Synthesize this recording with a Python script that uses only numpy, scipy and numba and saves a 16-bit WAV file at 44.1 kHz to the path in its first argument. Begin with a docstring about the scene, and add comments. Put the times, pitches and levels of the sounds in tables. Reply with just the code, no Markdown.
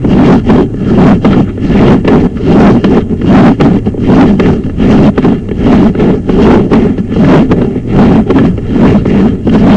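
"""An inspection camera head is shoved along a rusty pipe in short strokes, its microphone inside the housing.
Stick-slip jolts drive the modes of body and rod, grit drives those of the thin shell, and wall knocks drive
both. Behind it the cable rumbles as low-passed noise, louder under drag, and a faint low hum wavers. Loud
strokes overload the input and square off, and a faint whine is added there; a broad treble hiss swells with the
loudness."""
import sys
import numpy as np
from scipy import signal
from scipy.io import wavfile
from scipy.ndimage import uniform_filter1d
from numba import njit

SR = 44100
rng = np.random.default_rng(int(sys.argv[2]) if len(sys.argv) > 2 else 0)


def store_pcm(level_fs):
    """Save levels as 16-bit WAV."""
    pcm = np.round(np.clip(level_fs, -1, 1) * 32767).astype(np.int16)
    wavfile.write(sys.argv[1], SR, np.atleast_2d(pcm).T)


N = 430416  # length in samples


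def undb(db):
    """Level law: amplitude ratio of a level in dB."""
    return 10 ** (np.asarray(db) / 20)


def level(x, db):
    """Normalisation: scale a signal to the given rms level."""
    return x * undb(db) / np.sqrt(np.mean(x ** 2))


@njit
def svf(x, hz, width):
    """Second-order resonance: a state-variable band-pass with gain 1 at its centre."""
    y, band, low = np.empty(len(x)), 0., 0.
    g, k = np.tan(np.pi * hz / SR), width / hz
    for i in range(len(x)):
        v = (band + g * (x[i] - low)) / (1 + g * (g + k))
        band, low, y[i] = 2 * v - band, low + 2 * g * v, k * v
    return y


def lowpass(x, hz, order=2):
    """Low-pass filtering: a Butterworth response, flat below the corner."""
    return signal.sosfilt(signal.butter(order, hz, fs=SR, output="sos"), x)


def walk(rate):
    """Slow random modulation: normal random levels held 1 / rate s, then slewed twice."""
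    k = int(SR / rate)
    held = np.repeat(rng.standard_normal(N // k + 1), k)
    return uniform_filter1d(uniform_filter1d(held, k), k)[:N]


def ring(x, modes, widen=1.44, patchy_db=0, passes=2):
    """Modal superposition: parallel resonances of alternating sign, their drive flickering with the contact."""
    out = 0
    for k, (hz, width, db) in enumerate(modes):
        y = x * undb(db + patchy_db * walk(30))
        for _ in range(passes):  # a second pass keeps the valleys between modes dark
            y = svf(y, float(hz), widen * width)
        out = out + (-1) ** k * y
    return out


HISS_DB, HISS_HZ, HISS_SWELL_DB = -57.5, 6940, 9.5  # level before swell and top cut, centre, swell per unit loudness


def hiss(loudness):
    """Band-limited noise: broad hiss whose level swells with the loudness of the moment."""
    steady = level(svf(rng.standard_normal(N), float(HISS_HZ), 4400.), HISS_DB)
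    return steady * undb(HISS_SWELL_DB * loudness)


WHINE_HZ, WHINE_DB = 9744, -73


def whine():
    """Pure tone: a steady, faint high sine."""
    return np.sqrt(2) * undb(WHINE_DB) * np.sin(2 * np.pi * WHINE_HZ * np.arange(N) / SR)


# course of the faint low hum, interpolated between points, before its wavering: (t/s, f/Hz, rms level/dB)
HUM = [(0.0, 114.2, -17), (1.09, 118.3, -18.5), (1.301, 96.08, -21), (9.76, 103.3, -23.5)]
HUM_WAVER_HZ = 11  # scale of the random frequency waver


def hum():
    """Frequency modulation: a narrow tone, its phase the integral of a wavering frequency."""
    s, *columns = np.transpose(HUM)
    hz, db = (np.interp(np.arange(N) / SR, s, c) for c in columns)
    hz = hz + HUM_WAVER_HZ * walk(5)
    amplitude = np.sqrt(2) * undb(db + 2 * walk(12))
    return amplitude * np.sin(2 * np.pi * np.cumsum(hz) / SR)


RUMBLE_DB, RUMBLE_HZ = -11, 113  # level at 0 dB drag before its wavering, corner
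RUMBLE_FOLLOWS = 0.51  # dB of rumble per dB of drag


def cable(drag_db):
    """Rolling friction noise: the cable rumbles on the pipe floor, louder while it is pushed."""
    rumble = level(lowpass(rng.standard_normal(N), RUMBLE_HZ), RUMBLE_DB)
    return rumble * undb(RUMBLE_FOLLOWS * drag_db + 2 * walk(6))


# slides of the head, long pushes, rebounds and short shuffles:
# (start t/s, attack t/s, hold t/s, release t/s, drag level/dB, change of level over the hold/dB,
#  grit level re drag/dB, upper body modes level/dB, upper shell modes level/dB)
SLIDES = [(0.0, 0.12, 0.21, 0.11, -3, 8, -24, -2, -1), (0.432, 0.064, 0.11, 0.068, 1, -3, -26.5, 1.5, 2),
          (0.722, .14, .22, .12, -9, 16, -22, -1.5, -1.5),
          (1.199, 0.052, 0.14, 0.065, -2, -0.5, -25.5, -2, 1.5),
          (1.427, 0.059, 0.0094, 0.027, -11.5, 5.5, -21.5, -2.5, -6.5),
          (1.573, 0.075, 0.26, 0.11, -8.5, 14.5, -22.5, -2.5, 0),
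          (2.025, 0.069, 0.16, 0.022, 0, -6, -24.5, 3.5, 0),
          (2.318, 0.22, 0.13, .165, 2.5, 5.5, -28.5, -0.5, 2),
          (2.813, 0.042, .12, 0.066, -7, 6, -23.5, 1, -0.5),
          (3.07, 0.05, .01, 0.045, -11.5, -3.5, -28, -0.5, -2),
          (3.166, 0.19, 0.12, .09, 9.5, -0.5, -31, -4.5, 1.5),
          (3.564, 0.063, 0.13, 0.053, 2, -7.5, -26, -1, 0),
          (3.846, 0.022, 0.0073, 0.025, -5.5, -5, -28.5, 2, 4),
          (3.978, 0.11, 0.13, .178, 0.5, 5, -28, -2.5, 1), (4.365, 0.033, .09, 0.14, -7, 6, -24, 0.5, -0.5),
          (4.633, 0.024, 0.008, 0.04, -11.5, -0.5, -32, -2.5, 3.5),
          (4.753, 0.075, 0.24, 0.041, -4, 9.5, -24, -2, 1), (5.146, 0.035, 0.0056, 0.037, -4, 0, -26, 2, 2),
          (5.198, 0.04, 0.0078, 0.17, 0, 0.5, -24, -1.5, -1), (5.468, 0.038, .005, .03, -19, 7, -32, 1, 3),
          (5.534, 0.16, 0.18, 0.044, 3, -4, -27, -2, 1),
          (5.933, 0.072, 0.088, 0.11, -8, 6.5, -21.5, 4.5, -2.5),
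          (6.244, .085, 0.2, 0.16, -8, 13, -23, 3.5, 1),
          (6.681, .055, 0.12, 0.12, -0.5, -6.5, -23.5, 2.5, -3),
          (6.967, 0.016, 0.0093, 0.018, -6, -1, -30, -4, 2.5),
          (7.057, .11, 0.19, 0.14, -9, 17.5, -21.5, -0.5, -0.5),
          (7.478, .04, .005, 0.048, 6, -5.5, -36, -1, -0.5),
          (7.528, 0.071, 0.17, 0.053, -5, -10, -27, 2, -2), (7.859, 0.12, 0.18, .09, 3.5, -3, -27, 0, -0.5),
          (8.257, 0.05, .005, 0.035, -1.5, -2.5, -27, 7, 0),
          (8.314, 0.049, 0.08, 0.079, 3.5, -3.5, -28, -4.5, -1),
          (8.6, 0.13, 0.17, 0.16, -8, 11.5, -22, -1.5, -0.5),
          (9.039, .025, 0.13, 0.19, -11, 10.5, -23.5, -0.5, -1),
          (9.445, 0.024, .005, 0.052, -3, 0, -37, -5, 5.5),
          (9.494, 0.044, .005, 0.057, 4, 1, -25, 1.5, 0.5),
          (9.54, 0.043, 0.13, 0.44, -4, 8.5, -23, -3.5, -1)]
REST_DB, REST_GRIT_DB = -19.5, -45.5  # drag and grit levels where a slide starts and ends
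# curve exponents: 1 = straight in dB, more = rounder shoulders
ATTACK_BOW, HOLD_BOW, RELEASE_BOW = 1.15, 1.5, 1.2
GRIT_ATTACK_BOW, GRIT_RELEASE_BOW = 1.35, 1.42
RASP_SHARE, RASP_S = 0.12, 0.028  # dB of rasp per dB of rise over the hold; its time scale
GRIT_FOLLOWS = 0.71  # share of the change over the hold that the grit follows


def slides():
    """Envelope control: attack, hold and release in dB; the strongest drag sets drag, grit and colour."""
    t = np.arange(N) / SR
    out = np.zeros((4, N)) + np.array([[REST_DB], [REST_GRIT_DB], [0], [0]])
    for s, attack, hold, release, db, change_db, grit_db, upper_db, bright_db in SLIDES:
        at = slice(max(int(s * SR), 0), int((s + attack + hold + release) * SR))
        since_attack = t[at] - s - attack
        early = np.clip(1 - (t[at] - s) / attack, 0, 1)
        late = np.clip((since_attack - hold) / release, 0, 1)
        change = change_db * (1 - np.clip(1 - since_attack / hold, 0, 1) ** HOLD_BOW)
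        drag_shape = 1 - early ** ATTACK_BOW - late ** RELEASE_BOW
        drag = REST_DB + (db + change - REST_DB) * drag_shape
        grit_shape = 1 - early ** GRIT_ATTACK_BOW - late ** GRIT_RELEASE_BOW
        grit_top = db + grit_db + GRIT_FOLLOWS * change
        grit = REST_GRIT_DB + (grit_top - REST_GRIT_DB) * grit_shape
        # a slide that gathers speed rasps around the end of its attack
        rasp = RASP_SHARE * max(change_db, 0) * np.exp(-(since_attack / RASP_S) ** 2)
        now = np.array([drag, grit + rasp, upper_db + 0 * drag, bright_db + rasp / 2])
        out[:, at] = np.where(drag >= out[0, at], now, out[:, at])
    return uniform_filter1d(out, int(.004 * SR), axis=1)


def slips(per_s, spread_db):
    """Stick-slip: random clicks of either sign, a few much larger than the rest; rms 1."""
    when, size, sign = rng.random((3, N))
    clicks = (when < per_s / SR) * undb(-spread_db * np.log(size + 1e-4))
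    return level(clicks * np.sign(sign - .5), 0)


# knocks of the head against the wall, relative force levels: (t/s, crack level/dB, thud level/dB)
KNOCKS = [(0.044, -14, -4), (0.4971, 5, 5.5), (0.739, -21.5, -13), (1.2464, 1, 8), (1.3285, -1.5, -15),
          (1.34, -8, -12), (1.5746, -19, -12), (1.789, -3, -11), (2.0457, -8.5, -4.5), (2.0767, 5.5, 5.5),
          (2.3688, -16, -19), (2.841, 4.5, 4.5), (3.2135, -10, -12), (3.599, -2, -2), (3.6081, 7, 5.5),
          (3.8585, -17.5, -19), (3.941, -43, -10.5), (3.9752, -23, -9), (4.3957, 5, 4.5), (4.457, -3, -9),
          (4.6354, -19.5, -37), (4.66, -21, -16), (4.695, -18, -14), (4.795, -30, -8.5), (4.8248, -22, -19),
          (4.932, -13, -4), (5.1762, 1.5, 1.5), (5.2448, -6, 4), (5.4858, -17.5, -12.5), (5.51, -14.5, -11),
          (5.9491, -11, -7.5), (5.9949, -5.5, -5), (6.2907, -8.5, 0.5), (6.7128, -18, -1.5), (6.7309, 7, 5),
          (6.978, -15, -10), (7.119, -15, -12), (7.1611, -12, -2), (7.2427, -4, -5), (7.5134, 1, 7),
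          (7.6147, -5.5, -3), (7.755, -35, -8), (8.301, 0.5, 4), (8.3649, -19, -9), (8.383, 2, -10),
          (8.576, -13.5, -10), (8.586, -24, -14), (9.0533, -10.5, -2.5), (9.2031, -10, -8),
          (9.468, -16, -4), (9.493, -10, -19)]
RATTLE_S = 0.0043  # decay time constant


def knocks(rise_s=0.0011, rattle_db=-12):
    """Impact excitation: one blow and a decaying rattle; returns the forces on shell and body."""
    t = np.arange(int(.1 * SR)) / SR
    rise, fade = 1 - np.exp(-t / rise_s), np.exp(-t / RATTLE_S)
    crack, thud, blow = np.zeros((3, N + len(t)))
    for (s, crack_db, thud_db), side in zip(KNOCKS, rng.random((len(KNOCKS), 1))):
        at = slice(int(s * SR), int(s * SR) + len(t))
        crack[at] += undb(crack_db) * rise * fade
        thud[at] += undb(thud_db + rattle_db) * fade
        blow[at.start] += undb(thud_db + 21.0) * np.sign(side[0] - .5)
    shell_force = crack[:N] * rng.standard_normal(N)
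    body_force = blow[:N] + thud[:N] * rng.standard_normal(N)
    return shell_force, body_force


# modes of housing and push rod: (f/Hz, width before widening/Hz, relative drive level/dB)
BODY = [(138.4, 31.7, -7.5), (187.3, 38.5, -0.5), (222.2, 48, -0.5), (262.7, 61.2, -2), (382, 67.7, -8.5),
        (438, 61, -10), (597, 75, -23.5), (781, 99, -26)]
# modes of the thin shell of the head: (f/Hz, width before widening/Hz, relative drive level/dB)
SHELL = [(1333, 280, 2.5), (1715, 85, 3), (2000, 550, -1), (2800, 165, -1), (3163, 157, -1.5),
         (3920, 820, -13.5), (4830, 3100, -16.5)]
# mean click rates, and scales of the random click levels
JOLTS_PER_S, JOLT_SPREAD_DB, GRIT_PER_S, GRIT_SPREAD_DB = 2500., 2, 6000., 2.5
UPPER_FROM_HZ, BRIGHT_FROM_HZ = 330, 2500  # where the upper modes of body and shell begin


def head(drag_db, grit_db, upper_db, bright_db):
    """Source-filter principle: jolts, grit and knocks are forces, the modes of body and shell the filters."""
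    jolts, grit = slips(JOLTS_PER_S, JOLT_SPREAD_DB), slips(GRIT_PER_S, GRIT_SPREAD_DB)
    crack, thud = knocks()
    body_rms, shell_rms = np.std(ring(jolts, BODY)), np.std(ring(grit, SHELL))
    # how the head lies against the wall shifts the weight of the upper modes
    touching = [(hz, w, db + bright_db * (hz > BRIGHT_FROM_HZ)) for hz, w, db in SHELL]
    lying = [(hz, w, db + upper_db * (hz > UPPER_FROM_HZ)) for hz, w, db in BODY]
    # rust lies in patches, so both forces waver quickly
    slide = ring(jolts * undb(drag_db + 1.48 * walk(40)), lying, patchy_db=2.0)
    scratch = grit * undb(grit_db + 2.1 * walk(50))
    # a knock is a briefer contact than a jolt: it starts at once and favours the upper body modes
    knock_force = undb(13) * svf(lowpass(thud, 1100.0), 462.0, 350.)
    clunk = ring(knock_force, BODY, widen=0.86, passes=1)
    shell_force = scratch + undb(-3.5) * lowpass(crack, 2280.0)
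    shell = ring(shell_force, touching, patchy_db=2.5)
    return (slide + clunk) / body_rms + shell / shell_rms


def scene():
    """Superposition: head, cable and hum add; the slides control head and cable."""
    controls = slides()
    return (head(*controls) + cable(controls[0]) + hum())[None]


CEILING, KNEE, RAIL = .885, 40, .89  # clipping amplitude, sharpness exponent, final limit
COUPLING_HZ, SMOOTH_HZ, TOP_HZ = 8., 6240, 9900  # corners: high-pass, low-pass after clipping, top cut


def record(dry):
    """Nonlinear distortion: the input squares off loud strokes and adds a whine; a hiss swells with the
    loudness, then the top is cut."""
    coupled = signal.sosfilt(signal.butter(1, COUPLING_HZ, "high", fs=SR, output="sos"), dry)
    clipped = coupled / (1 + np.abs(coupled / CEILING) ** KNEE) ** (1 / KNEE)
    # rms over 25 ms, relative to the ceiling
    loudness = np.sqrt(uniform_filter1d(clipped ** 2, int(0.025 * SR)) + 1e-9) / CEILING
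    noisy = lowpass(clipped, SMOOTH_HZ) + hiss(loudness)
    smooth = lowpass(noisy, 9300.0, order=4) + whine()
    limited = np.clip(smooth, -RAIL, RAIL)
    return signal.sosfilt(signal.ellip(10, .2, 90, TOP_HZ, fs=SR, output="sos"), limited)


dry = scene()
out = record(dry)
store_pcm(out)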